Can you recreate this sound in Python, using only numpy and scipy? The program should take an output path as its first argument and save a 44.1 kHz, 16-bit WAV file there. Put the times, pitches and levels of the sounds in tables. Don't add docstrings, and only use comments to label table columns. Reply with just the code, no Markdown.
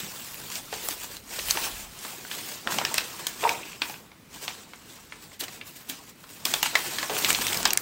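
import sys
import numpy as np
from scipy import signal
from scipy.io import wavfile
from scipy.ndimage import uniform_filter1d, minimum_filter1d

SR = 44100
rng = np.random.default_rng(int(sys.argv[2]) if len(sys.argv) > 2 else 0)


def to_linear_factor(level_db):
    exponent = np.asarray(level_db, float) / 20
    return 10 ** exponent


def put_to_file(sound):
    columns = np.atleast_2d(sound).T
    safe = np.clip(columns, -1, 1)
    whole_steps = np.round(safe * 32767)
    wavfile.write(sys.argv[1], SR, whole_steps.astype(np.int16))


N = 344421

# t/s, peak level/dB, ring f/Hz, thump level/dB, crisp edge level/dB
OPENING_SNAPS = [(0.501, -21, 7050, -51, -37), (0.555, -14.5, 5340, -55, -39), (0.726, -21, 740, -28, -58),
                 (0.738, -23, 915, -52, -49), (0.886, -13, 8040, -40, -23), (1.167, -23.5, 4080, -44, -38),
                 (1.390, -20, 3960, -33, -40), (1.484, -17, 2960, -25, -22), (1.508, -5, 6200, -16, -7),
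                 (1.552, -22, 2500, -30, -50), (1.571, -15, 920, -28.5, -55), (1.641, -16, 3220, -26, -32),
                 (2.049, -25.5, 940, -37, -62), (2.313, -20, 2460, -44, -60), (2.673, -18, 800, -31, -70),
                 (2.785, -10.5, 3020, -33, -43), (2.813, -19, 870, -20, -70), (2.85, -11, 2880, -33, -43),
                 (2.942, -9.5, 7540, -25, -33), (2.981, -9, 2550, -27, -35)]
SMOOTHING_SNAPS = [(3.268, -11.5, 3850, -30, -22), (3.438, -15, 970, -26, -66),
                   (3.492, -9.5, 2520, -33, -32), (3.818, -10, 2380, -29, -58),
                   (3.896, -25.5, 835, -37, -52), (3.94, -28.5, 2490, -45, -82),
                   (4.479, -15, 2700, -30.5, -58), (4.734, -27.5, 2150, -38, -82),
                   (5.122, -25.5, 2070, -40, -81), (5.405, -23.5, 4370, -32, -30),
                   (5.437, -24, 3020, -41, -36), (5.481, -28, 2120, -37, -62), (5.612, -25, 2460, -54, -87),
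                   (5.897, -18, 3300, -42, -45), (6.291, -36, 2800, -53, -49), (4.116, -37, 2100, -46, -81),
                   (6.239, -34.5, 1060, -50, -82)]
LIFTING_SNAPS = [(6.452, -7.5, 3280, -46, -20), (6.538, -6, 3420, -18.5, -25.5),
                 (6.628, -5, 2880, -28, -17), (6.659, -17, 2750, -30, -45), (6.7534, -5.5, 2000, -21, -37),
                 (6.984, -16, 1670, -38, -58), (7.028, -13.5, 1640, -22.5, -42),
                 (7.096, -20, 850, -35, -64), (7.166, -17.5, 2430, -24, -48), (7.246, -7, 2310, -58, -46),
                 (7.287, -14, 1280, -23, -28), (7.304, -23, 7900, -24, -31), (7.328, -14, 2520, -49, -27),
                 (7.347, -10, 3300, -40, -48), (7.467, -11.5, 2040, -45, -28), (7.529, -13, 3200, -35, -35),
                 (7.544, -12, 2380, -41, -27), (7.572, -14, 5250, -42, -23), (7.654, -7, 1036, -30, -46),
                 (7.674, -21, 3390, -34, -32), (7.705, -11, 2820, -41, -35.5),
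                 (7.7311, -12.5, 4500, -41, -26), (7.773, -15, 7400, -41, -26)]
# t/s, peak level/dB, f/Hz, width/Hz, t60/s
EARLY_CRACKS = [(0.0345, -24.5, 2490, 3000, .008), (0.3446, -31, 2500, 1200, .008),
                (0.3447, -23, 15000, 3000, .006), (0.7402, -24, 7500, 3000, .008),
                (1.0006, -29, 8000, 3000, .008), (1.3214, -34, 9000, 3000, .008),
                (1.3875, -28, 600, 500, 0.013), (1.391, -22.5, 3960, 900, .015),
                (1.3955, -20.5, 2200, 2500, .015), (1.4855, -18.5, 3000, 1800, .008),
                (1.5015, -21, 3500, 3000, 0.014), (1.5088, -9, 4200, 1200, 0.012),
                (1.5092, -8.5, 6360, 1500, 0.015), (1.642, -26, 2800, 1500, 0.011),
                (1.666, -28.5, 874, 400, 0.058), (1.9899, -27, 7140, 3000, .008),
                (2.2503, -30, 1070, 900, 0.025), (2.7048, -27, 794, 600, .015),
                (2.7217, -21, 1050, 700, 0.017), (3.4395, -19.5, 2480, 900, 0.02),
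                (3.4615, -16, 960, 200, 0.027), (3.4925, -9.5, 2440, 800, 0.012),
                (5.4095, -22, 3750, 1100, 0.012), (5.413, -41, 1800, 200, .2),
                (5.44, -30, 2990, 600, 0.017), (5.482, -33, 2200, 900, .015)]
# t/s, peak level/dB, f/Hz, width/Hz, t60/s
LATE_CRACKS = [(6.453, -14, 4570, 1500, 0.022), (6.5383, -13, 6960, 1500, .025),
               (6.629, -19, 835, 400, 0.045), (6.633, -28, 2720, 200, .2), (6.656, -22, 2770, 300, .07),
               (6.659, -22.5, 950, 350, 0.034), (6.7533, -9.5, 1980, 300, 0.033),
               (6.76, -37, 1995, 120, 0.27), (7.0964, -25, 830, 500, 0.09), (7.1, -27.5, 436, 220, 0.34),
               (7.1882, -17, 4500, 4000, .015), (7.2468, -11, 3300, 2200, 0.013),
               (7.263, -20, 3000, 900, .012), (7.2935, -18, 7500, 3000, .015),
               (7.3045, -8, 2460, 1600, 0.015), (7.3044, -9, 8100, 1500, .015),
               (7.3295, -12, 6500, 4500, .004), (7.4125, -17, 4000, 4000, .02),
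               (7.63, -11, 5500, 6000, .005), (7.654, -3, 5600, 4000, 0.012),
               (7.6564, -18, 980, 400, 0.032), (7.7056, -12.5, 5800, 2000, 0.023),
               (7.7323, -22, 2070, 600, .012), (7.7342, -2, 12000, 7000, .005),
               (7.754, -24.5, 900, 1500, 0.0049), (7.7745, -0.5, 7200, 3500, 0.0063),
               (7.7743, -18, 1930, 700, 0.021)]
# t/s, peak level/dB, f/Hz, width/Hz, t60/s
MORE_CRACKS = [(0.8868, -7.5, 7960, 9000, 0.012), (0.888, -23, 616, 700, 0.014),
               (2.6733, -13.5, 1585, 2500, 0.0071), (2.7862, -17.5, 870, 347, .025),
               (2.8505, -13, 4750, 2500, 0.0094), (2.942, -11, 7900, 2000, 0.0075),
               (2.9795, -11.5, 4420, 4500, 0.025), (2.9828, -12, 4960, 5000, .004),
               (3.0075, -16.5, 2500, 2500, .006), (3.2685, -9.5, 3650, 2500, 0.0083),
               (3.4495, -14, 940, 200, 0.028), (3.4755, -16, 1500, 1500, .01),
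               (3.4932, -26, 8350, 4000, 0.0064), (3.554, -31, 2500, 700, .01),
               (4.7588, -36, 7300, 3000, .008), (5.3181, -38, 1840, 1200, .01),
               (6.0778, -40, 3040, 1500, .01), (7.0849, -37, 4900, 1200, .03), (7.388, -23, 800, 700, .01),
               (7.4678, -13, 4000, 4500, .006), (7.482, -20.5, 3480, 900, .04),
               (7.523, -20, 2000, 910, 0.013), (7.5725, -19.5, 5200, 900, .015),
               (7.3008, -11, 5000, 7000, .012), (3.7312, -29, 2440, 1200, 0.011),
               (6.6295, -9, 4100, 5000, 0.0099), (2.9422, -18, 13500, 5000, .006),
               (2.9803, -13, 13000, 6000, .008), (7.7742, -18, 13500, 5000, .006),
               (0.887, -18, 13500, 5000, .006), (3.2687, -25, 13000, 6000, .006),
               (1.509, -17, 13000, 6000, .008), (6.4525, -20, 12800, 6000, .008),
               (3.818, -22, 2500, 2500, 0.009), (7.675, -19, 8000, 4000, .012),
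               (0.924, -32, 3100, 900, .012), (2.7055, -25, 5500, 6000, .008)]
# top t/s, effort level/dB, rise/s, fall/s, crispness level/dB
HAND_STROKES = [(0.0, -39, 0.092, 0.19, -6), (.245, -43, 0.22, 0.77, -3), (.573, -37, 0.061, 0.036, -7),
                (.736, -39.5, 0.04, 0.2, -12), (.862, -38.5, 0.056, 0.03, 1.5),
                (.915, -35, 0.044, 0.038, -3), (1.048, -40.5, 0.11, 0.048, -5.5),
                (1.12, -42.5, 0.044, 0.054, -6), (1.17, -44.5, 0.018, 0.015, -14),
                (1.341, -36, 0.054, 0.33, -7), (1.5, -42.5, 0.085, 0.16, 5),
                (1.654, -31.5, 0.15, 0.047, -6), (1.816, -42, 0.24, 0.06, -6),
                (2.049, -40.5, 0.11, 0.3, -5.5), (2.331, -39, 0.051, 0.2, -6),
                (2.52, -39.5, 0.25, 0.075, -5), (2.72, -34.5, 0.031, 0.098, -6),
                (2.84, -44, .09, 0.26, -16), (2.997, -36, 0.31, 0.088, -11), (3.2, -41.5, 0.38, 0.18, -7),
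                (3.285, -38.5, 0.04, 0.041, -5), (3.458, -36.5, 0.096, .17, -8),
                (3.7, -45.5, 0.11, 0.1, -10), (3.825, -44, 0.011, 0.064, -13),
                (3.885, -42.5, 0.083, 0.11, -3.5)]
# top t/s, effort level/dB, rise/s, fall/s, crispness level/dB
FLAT_STROKES = [(4.355, -44.5, 0.041, 0.069, -8), (4.445, -38.5, .035, .03, -6),
                (4.49, -40.5, 0.027, 0.095, -13), (4.59, -48, .04, 0.067, -11),
                (4.747, -54, 0.15, 0.14, -11), (4.917, -49.5, 0.1, 0.19, -8.5),
                (5.136, -52.5, 0.068, 0.15, -30), (5.238, -49.5, 0.039, 0.054, -4),
                (5.34, -49, 0.047, 0.028, -11), (5.416, -39, 0.011, 0.053, -6),
                (5.533, -43.5, 0.058, 0.068, -8), (5.673, -46, 0.029, 0.064, -2.5),
                (5.777, -52, 0.071, 0.15, -3), (5.907, -41.5, 0.03, 0.089, -10),
                (6.096, -50.5, 0.099, 0.031, -5), (6.206, -56.5, .02, 0.2, -4),
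                (6.304, -48.5, 0.018, 0.27, -3)]
# top t/s, effort level/dB, rise/s, fall/s, crispness level/dB
LIFT_STROKES = [
    (6.458, -33, 0.0066, 0.15, -5),
    (6.555, -34, 0.057, 0.055, -4),
    (6.645, -31.5, 0.026, 0.059, -19),
    (6.826, -35.5, 0.17, 0.22, -4),
    (7.03, -38.5, 0.43, 0.079, -23),
    (7.234, -30, 0.15, 0.14, -5.5),
    (7.45, -31.5, 0.23, 0.21, -7),
    (7.665, -34.5, 0.32, 0.046, -6),
    (7.738, -46, .04, .012, -9),
    (7.79, -50, .04, .06, 6),
]
# top t/s, level/dB, rise/s, fall/s
FLEXES = [(1.654, -47.5, 0.13, .05), (2.685, -38, 0.029, 0.37), (3.26, -49, 0.13, .06),
          (3.458, -41, 0.028, 0.21), (3.823, -51.5, .011, 0.26), (5.416, -44.5, 0.0084, 0.078),
          (5.633, -52, 0.071, 0.019), (6.458, -35, 0.0047, 0.031), (6.767, -48, 0.036, 0.056),
          (7.105, -42, 0.012, 0.18), (6.93, -44.5, 0.11, 0.18), (7.305, -34, 0.046, 0.052),
          (7.6, -38, 0.43, 0.2), (7.722, -44, 0.044, 0.055)]
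# f/Hz, level/dB
SLIDE_SPECTRUM = [(900, -41.5), (1600, -1), (2100, -1), (2600, 0.5), (3300, 0), (4300, -1), (6500, -1.5),
                  (8200, -0.5), (9800, -10), (12000, -12)]
# f/Hz, level/dB
BODY_SPECTRUM = [(90, -72), (200, -3.5), (320, 3), (450, 1.5), (620, -1.5), (950, 2), (1500, -3.5),
                 (2500, -42.5)]
# f/Hz, level/dB
FIZZ_SPECTRUM = [(7000, -43.5), (9500, 5.5), (10500, 3.5), (13000, 2), (14500, 7.5), (15800, 8),
                 (16300, -44)]
# top t/s, rms level/dB, rise/s, fall/s, crisp share level/dB
SCUFFS = [(0.522, -34, 0.0052, .012, -7), (1.504, -27, 0.009, 0.0068, -11),
          (2.728, -30, 0.012, 0.0096, -13), (3.82, -40, 0.0049, .01, -23),
          (5.409, -31.5, 0.0082, 0.0071, -1), (5.44, -36.5, 0.0046, .01, -6),
          (5.768, -44.5, 0.0079, 0.014, -3), (5.898, -35, 0.0063, .012, 1), (6.66, -28, .006, 0.011, -18),
          (7.187, -30.5, 0.0069, 0.0086, 1), (7.295, -25.5, 0.0086, 0.025, -4)]
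# t/s, level/dB
GROAN_LEVEL = [
    (3.427, -22),
    (3.44, -33),
    (3.452, -26),
    (3.467, -24.5),
    (3.476, -29),
    (3.49, -38),
    (3.52, -38),
    (3.57, -46),
]
# f/Hz, width/Hz, level/dB
GROAN_MODES = [(940, 115, 7), (735, 260, 8), (468, 27, 2), (1230, 73, 1)]
# t/s, level/dB
PANEL_LEVEL = [
    (3.39, -61),
    (3.419, -41),
    (3.5, -44),
    (3.6, -46.5),
    (3.72, -47),
    (3.78, -59),
    (3.82, -58),
    (3.9, -44.5),
    (3.97, -55),
]
# t/s, peak level/dB, f/Hz
PATS = [
    (0.032, -36, 169),
    (0.725, -36, 444),
    (2.668, -46.5, 350),
    (3.435, -26, 462),
    (3.816, -38, 300),
    (5.894, -38, 266),
    (6.75, -36, 415),
    (7.099, -40, 435),
    (7.286, -33, 286),
    (7.393, -34, 247),
]
# top t/s, level/dB, rise/s, fall/s
WAVES = [
    (.4, -63, .4, 1),
    (1.24, -56.5, 1, 0.11),
    (1.5, -43.5, 0.14, 0.22),
    (1.76, -42.5, 0.095, 0.18),
    (2.7, -51, 0.041, .05),
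    (3.22, -60, .2, .8),
    (6.61, -60, 0.33, .6),
    (7.44, -46, 0.19, 0.26),
    (7.72, -44, .15, 0.046),
]
# f/Hz, level/dB
AIR_SPECTRUM = [(12, -27), (25, 4), (50, 8), (90, -3), (200, -15)]
# f/Hz, level/dB
TABLE_SPECTRUM = [(50, -23), (90, -2.5), (140, 3), (220, -1), (400, -31)]
# f/Hz, t60/s
ROOM_T60 = [(200, 0.33), (1000, 0.31), (3000, 0.17), (8000, 0.12), (15000, 0.028)]
# f/Hz, level/dB per Hz
HUM_SPECTRUM = [(18, -61), (30, -3), (239, 5.5), (666, -11), (866, -13.5), (2290, -8.5), (3060, -12),
                (8300, -20.5), (11400, -22), (14400, -44), (16000, -26)]

STILL_DB, CALM_DB = -67, -103


def evened(x):
    return x / np.sqrt(np.mean(x ** 2) + 1e-20)


def peaked(x):
    return x / (abs(x).max() + 1e-12)


def read(points, hz):
    f, value = np.transpose(points)
    return np.interp(np.log(hz + 1), np.log(f + 1), value)


def add(mix, s, sound):
    part = mix[max(round(s * SR), 0):][:len(sound)]
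    part += sound[:len(part)]


def colour(x, points, size=2048):
    level_db = read(points, abs(np.fft.fftfreq(size, 1 / SR)))
    log_gain = np.log(to_linear_factor(np.maximum(level_db, -100)))
    response = np.exp(np.conj(signal.hilbert(log_gain)))
    taps = np.fft.ifft(response).real[:size // 2]
    return signal.oaconvolve(x, taps)[:len(x)]


def resonate(x, hz, width_hz):
    turn = np.exp(2j * np.pi * hz * np.arange(len(x)) / SR)
    r = np.exp(-np.pi * width_hz / SR)
    return 2 * (turn * signal.lfilter([1 - r], [1, -r], x / turn)).real


def swells(rows, rest_db):
    s, top_db, rise_s, fall_s = np.transpose(rows)[:, :, None]
    t = np.arange(0, N, 32) / SR
    away = np.where(t < s, (s - t) / rise_s, (t - s) / fall_s)
    power = to_linear_factor(2 * (top_db - 10 * away ** 1.39)).sum(0) + to_linear_factor(2 * rest_db)
    return np.interp(np.arange(N) / SR, t, 10 * np.log10(power))


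def snaps(settle_s=0.017, sharpness=11.2, ring_db=-7.5, thump_db=15, crisp_db=13, settle_db=-24):
    t, out = np.arange(2000) / SR - .0009, np.zeros(N)
    creep = to_linear_factor(30000 * np.minimum(t, 0))
    settling = to_linear_factor(settle_db) * np.exp(-t / settle_s) * (t > 0)
    hz_points = [200, 600, 1100, 2600, 4500, 8000, 10300, 14500, 17500]
    creases = OPENING_SNAPS + SMOOTHING_SNAPS + LIFTING_SNAPS
    chance = rng.standard_normal((len(creases), 2, len(t)))
    for (s, peak_db, hz, low_db, high_db), (slip, hiss) in zip(creases, chance):
        t60 = 0.025 + 0.0031 * (low_db + 35) / 20 - 0.0026 * hz / 1000
        burst = peaked(slip * abs(slip) * creep * to_linear_factor(-60 * np.maximum(t, 0) / t60))
        drive = burst + settling * hiss
        low = max(low_db - peak_db + thump_db, -22)
        high = high_db - peak_db + crisp_db
        gains_db = [low - 30, low - 3, low, 0, 0.16 * high, 0.61 * high, high - 7, high, high - 12]
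        snap = peaked(colour(drive, np.transpose([hz_points, gains_db]), size=512))
        ring = peaked(resonate(burst, hz, hz / sharpness))
        add(out, s, to_linear_factor(peak_db) * peaked(snap + to_linear_factor(ring_db) * ring))
    return out


def cracks(first=5):
    t, out = np.arange(5000) / SR, np.zeros(N)
    rows = EARLY_CRACKS + LATE_CRACKS + MORE_CRACKS
    chance = rng.standard_normal((len(rows), len(t))) + first * (t == 0)
    for (s, peak_db, hz, width_hz, t60), slip in zip(rows, chance):
        flurry = slip * to_linear_factor(-60 * t / t60)
        patch = resonate(resonate(flurry, hz, width_hz), hz, width_hz)
        add(out, s, to_linear_factor(peak_db) * peaked(patch))
    return out


def handling():
    s, effort_db, rise_s, fall_s, crisp_db = np.transpose(HAND_STROKES + FLAT_STROKES + LIFT_STROKES)
    hiss_db = swells(np.transpose([s, effort_db, rise_s, fall_s]), STILL_DB)
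    fizz_db = swells(np.transpose([s, effort_db + crisp_db, rise_s, fall_s]), STILL_DB + 1)
    carried = to_linear_factor(2 * (-47.5 + 0.76 * (hiss_db + 39.0)))
    body_db = 10 * np.log10(carried + to_linear_factor(2 * swells(FLEXES, STILL_DB)))
    return hiss_db, body_db, fizz_db


def patchy(points, patchy_db):
    frames, hz = N // 128 + 5, np.fft.rfftfreq(512, 1 / SR)
    a, b, patches = rng.standard_normal((frames, 257, 3)).T
    patches = uniform_filter1d(patches, size=8, axis=0)
    patches = evened(uniform_filter1d(patches, size=10, axis=1))
    z = (a + 1j * b) * to_linear_factor(read(points, hz)[:, None] + patchy_db * patches)
    return evened(signal.istft(z, nperseg=512, noverlap=384)[1][:N])


def fibres(per_s, spread_db, clump_db):
    clumps = evened(uniform_filter1d(rng.standard_normal(N), size=500))
    sizes = to_linear_factor(spread_db * np.minimum(rng.exponential(1, N), 5) + clump_db * clumps)
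    return evened(sizes * rng.choice([-1., 1.], N) * (rng.random(N) < per_s / SR))


def rustle():
    hiss_db, body_db, fizz_db = handling()
    slips = fibres(per_s=2400, spread_db=0.0, clump_db=2.5)
    layers = [(SLIDE_SPECTRUM, hiss_db + 0.11, .45),
              (BODY_SPECTRUM, body_db - .3, .35),
              (FIZZ_SPECTRUM, fizz_db + 0.16, .4)]
    out = np.zeros(N)
    for points, level_db, grainy in layers:
        scrape = np.sqrt(1 - grainy) * patchy(points, patchy_db=3.5)
        grains = np.sqrt(grainy) * evened(colour(slips, points))
        out += to_linear_factor(level_db) * (scrape + grains)
    return out


def scuffs(grain=0.31, lead=2.1, curve=0.88):
    t, out = np.arange(6000) / SR - 1 / 20, np.zeros(N)
    chance = rng.standard_normal((len(SCUFFS), len(t)))
    for (s, level_db, rise_s, fall_s, crisp_db), grit in zip(SCUFFS, chance):
        grit = grit * abs(grit) ** grain
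        hiss = evened(colour(grit, SLIDE_SPECTRUM, size=512))
        fizz = evened(colour(grit, FIZZ_SPECTRUM, size=512))
        rise = np.clip(1 + t / (lead * rise_s), 0, 1) ** curve
        swell = rise * np.exp(-np.maximum(t, 0) / fall_s)
        add(out, s + t[0], to_linear_factor(level_db) * (hiss + to_linear_factor(crisp_db) * fizz) * swell)
    return out


def groan():
    s, level_db = np.transpose(GROAN_LEVEL)
    t, out = s[0] + np.arange(6500) / SR, np.zeros(N)
    slips = to_linear_factor(6.6 * rng.exponential(1, len(t))) * (rng.random(len(t)) < 600 / SR)
    soft = resonate(resonate(slips, 680, 720), 680, 670)
    modes = sum(to_linear_factor(db) * evened(resonate(soft, hz, width_hz)) for hz, width_hz, db in GROAN_MODES)
    modes = signal.lfilter(*signal.butter(2, 350, "high", fs=SR), modes)
    modes = modes / np.sqrt(uniform_filter1d(modes ** 2, size=600) + 1e-9)
    level = to_linear_factor(np.interp(t, s, level_db))
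    add(out, s[0], level * modes * signal.windows.tukey(len(t), .08))
    return out


def panel(hz=2550, width_hz=750):
    slips = fibres(per_s=1200, spread_db=-1.0, clump_db=3)
    sung = resonate(resonate(slips, hz, width_hz), hz, width_hz)
    level_db = np.interp(np.arange(N) / SR, *np.transpose(PANEL_LEVEL), left=-120, right=-120)
    return to_linear_factor(level_db) * evened(sung)


def pats(rise_s=0.0096, t60=0.043):
    t, out = np.arange(5000) / SR, np.zeros(N)
    for s, peak_db, hz in PATS:
        push = (1 - np.exp(-t / rise_s)) * to_linear_factor(-60 * t / t60) * np.sin(2 * np.pi * hz * t)
        add(out, s, to_linear_factor(peak_db) * peaked(push))
    return out


def fanning():
    air = colour(rng.standard_normal(N), AIR_SPECTRUM, size=16384)
    air = air / np.sqrt(uniform_filter1d(air ** 2, size=5000) + 1e-12)
    return to_linear_factor(swells(WAVES, CALM_DB)) * air


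def table(below_db=-13, share=0.93):
    level_db = uniform_filter1d(handling()[1], size=4000)
    rumble = evened(colour(rng.standard_normal(N), TABLE_SPECTRUM, size=8192))
    return to_linear_factor(share * level_db + below_db) * rumble


def room(first_s=0.0065):
    taps, size = np.zeros(SR // 2), SR // 40 - 30
    arrivals = round(first_s * SR) + 20 * np.arange(size) + rng.integers(0, 20, size)
    taps[arrivals] = rng.choice([-1., 1.], size)
    hz, t, z = signal.stft(taps, SR, nperseg=256)
    t60 = np.maximum(read(ROOM_T60, hz), .03)[:, None]
    tail = signal.istft(z * to_linear_factor(-60 * t / t60), SR, nperseg=256)[1]
    return tail / np.linalg.norm(tail)


def hum():
    return to_linear_factor(-55) * evened(colour(rng.standard_normal(N), HUM_SPECTRUM, size=8192))


def thin_out(x, streak_db=2.07, odds=0.28, centre_hz=11200, spread_hz=1600):
    hz, t, z = signal.stft(x, SR, nperseg=1024, noverlap=768)
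    streaks = evened(uniform_filter1d(rng.standard_normal(z.T.shape).T, size=8, axis=1))
    band, block = np.arange(len(hz)) // 5, np.arange(len(t)) // 9
    chance = rng.random((block[-1] + 1, band[-1] + 1))[block][:, band].T
    dropped = chance < odds * np.exp(-((hz[:, None] - centre_hz) / spread_hz) ** 2)
    z = z * to_linear_factor(streak_db * streaks - 25 * dropped)
    return signal.istft(z, SR, nperseg=1024, noverlap=768)[1][:N]


def scene():
    hits = snaps() + scuffs() + pats() + groan()
    close = cracks()
    steady = thin_out(rustle() + fanning() + hum() + panel() + table())
    tail = to_linear_factor(-12.5) * room()
    echoes = signal.oaconvolve(hits + to_linear_factor(-5.5) * close, tail)[:N]
    mono = hits + close + echoes + steady
    return np.array([mono, mono])


def starve(x, sudden_db=17.5, depth=.97, odds=.5):
    power_db = 10 * np.log10(abs(uniform_filter1d(x ** 2, size=90)) + 1e-12)
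    near_db = -minimum_filter1d(-power_db, size=2000, origin=-150)
    hz, t, z = signal.stft(x, SR, nperseg=128)
    faint = np.interp(t, np.arange(N) / SR, 1. * (near_db - power_db > sudden_db))
    band, block = (hz / 800).astype(int), (t * 90).astype(int)
    dropped = (rng.random((block[-1] + 1, band[-1] + 1)) < odds)[block][:, band].T
    treble = (hz > 8800) & (hz < 15000)
    kept = 1 - depth * faint * dropped * treble[:, None]
    return signal.istft(z * kept, SR, nperseg=128)[1][:N]


def low_pass(x):
    return signal.sosfilt(signal.butter(12, 16990, fs=SR, output="sos"), x)


def record(dry):
    edge = signal.firwin(301, 15850, window=("kaiser", 7), fs=SR)
    limited = signal.oaconvolve(dry, edge[None], "same")
    limited = limited + to_linear_factor(-50) * (dry - limited)
    mono = starve(limited[0])
    return low_pass(np.array([mono, mono]))


dry = scene()
out = record(dry)
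put_to_file(out)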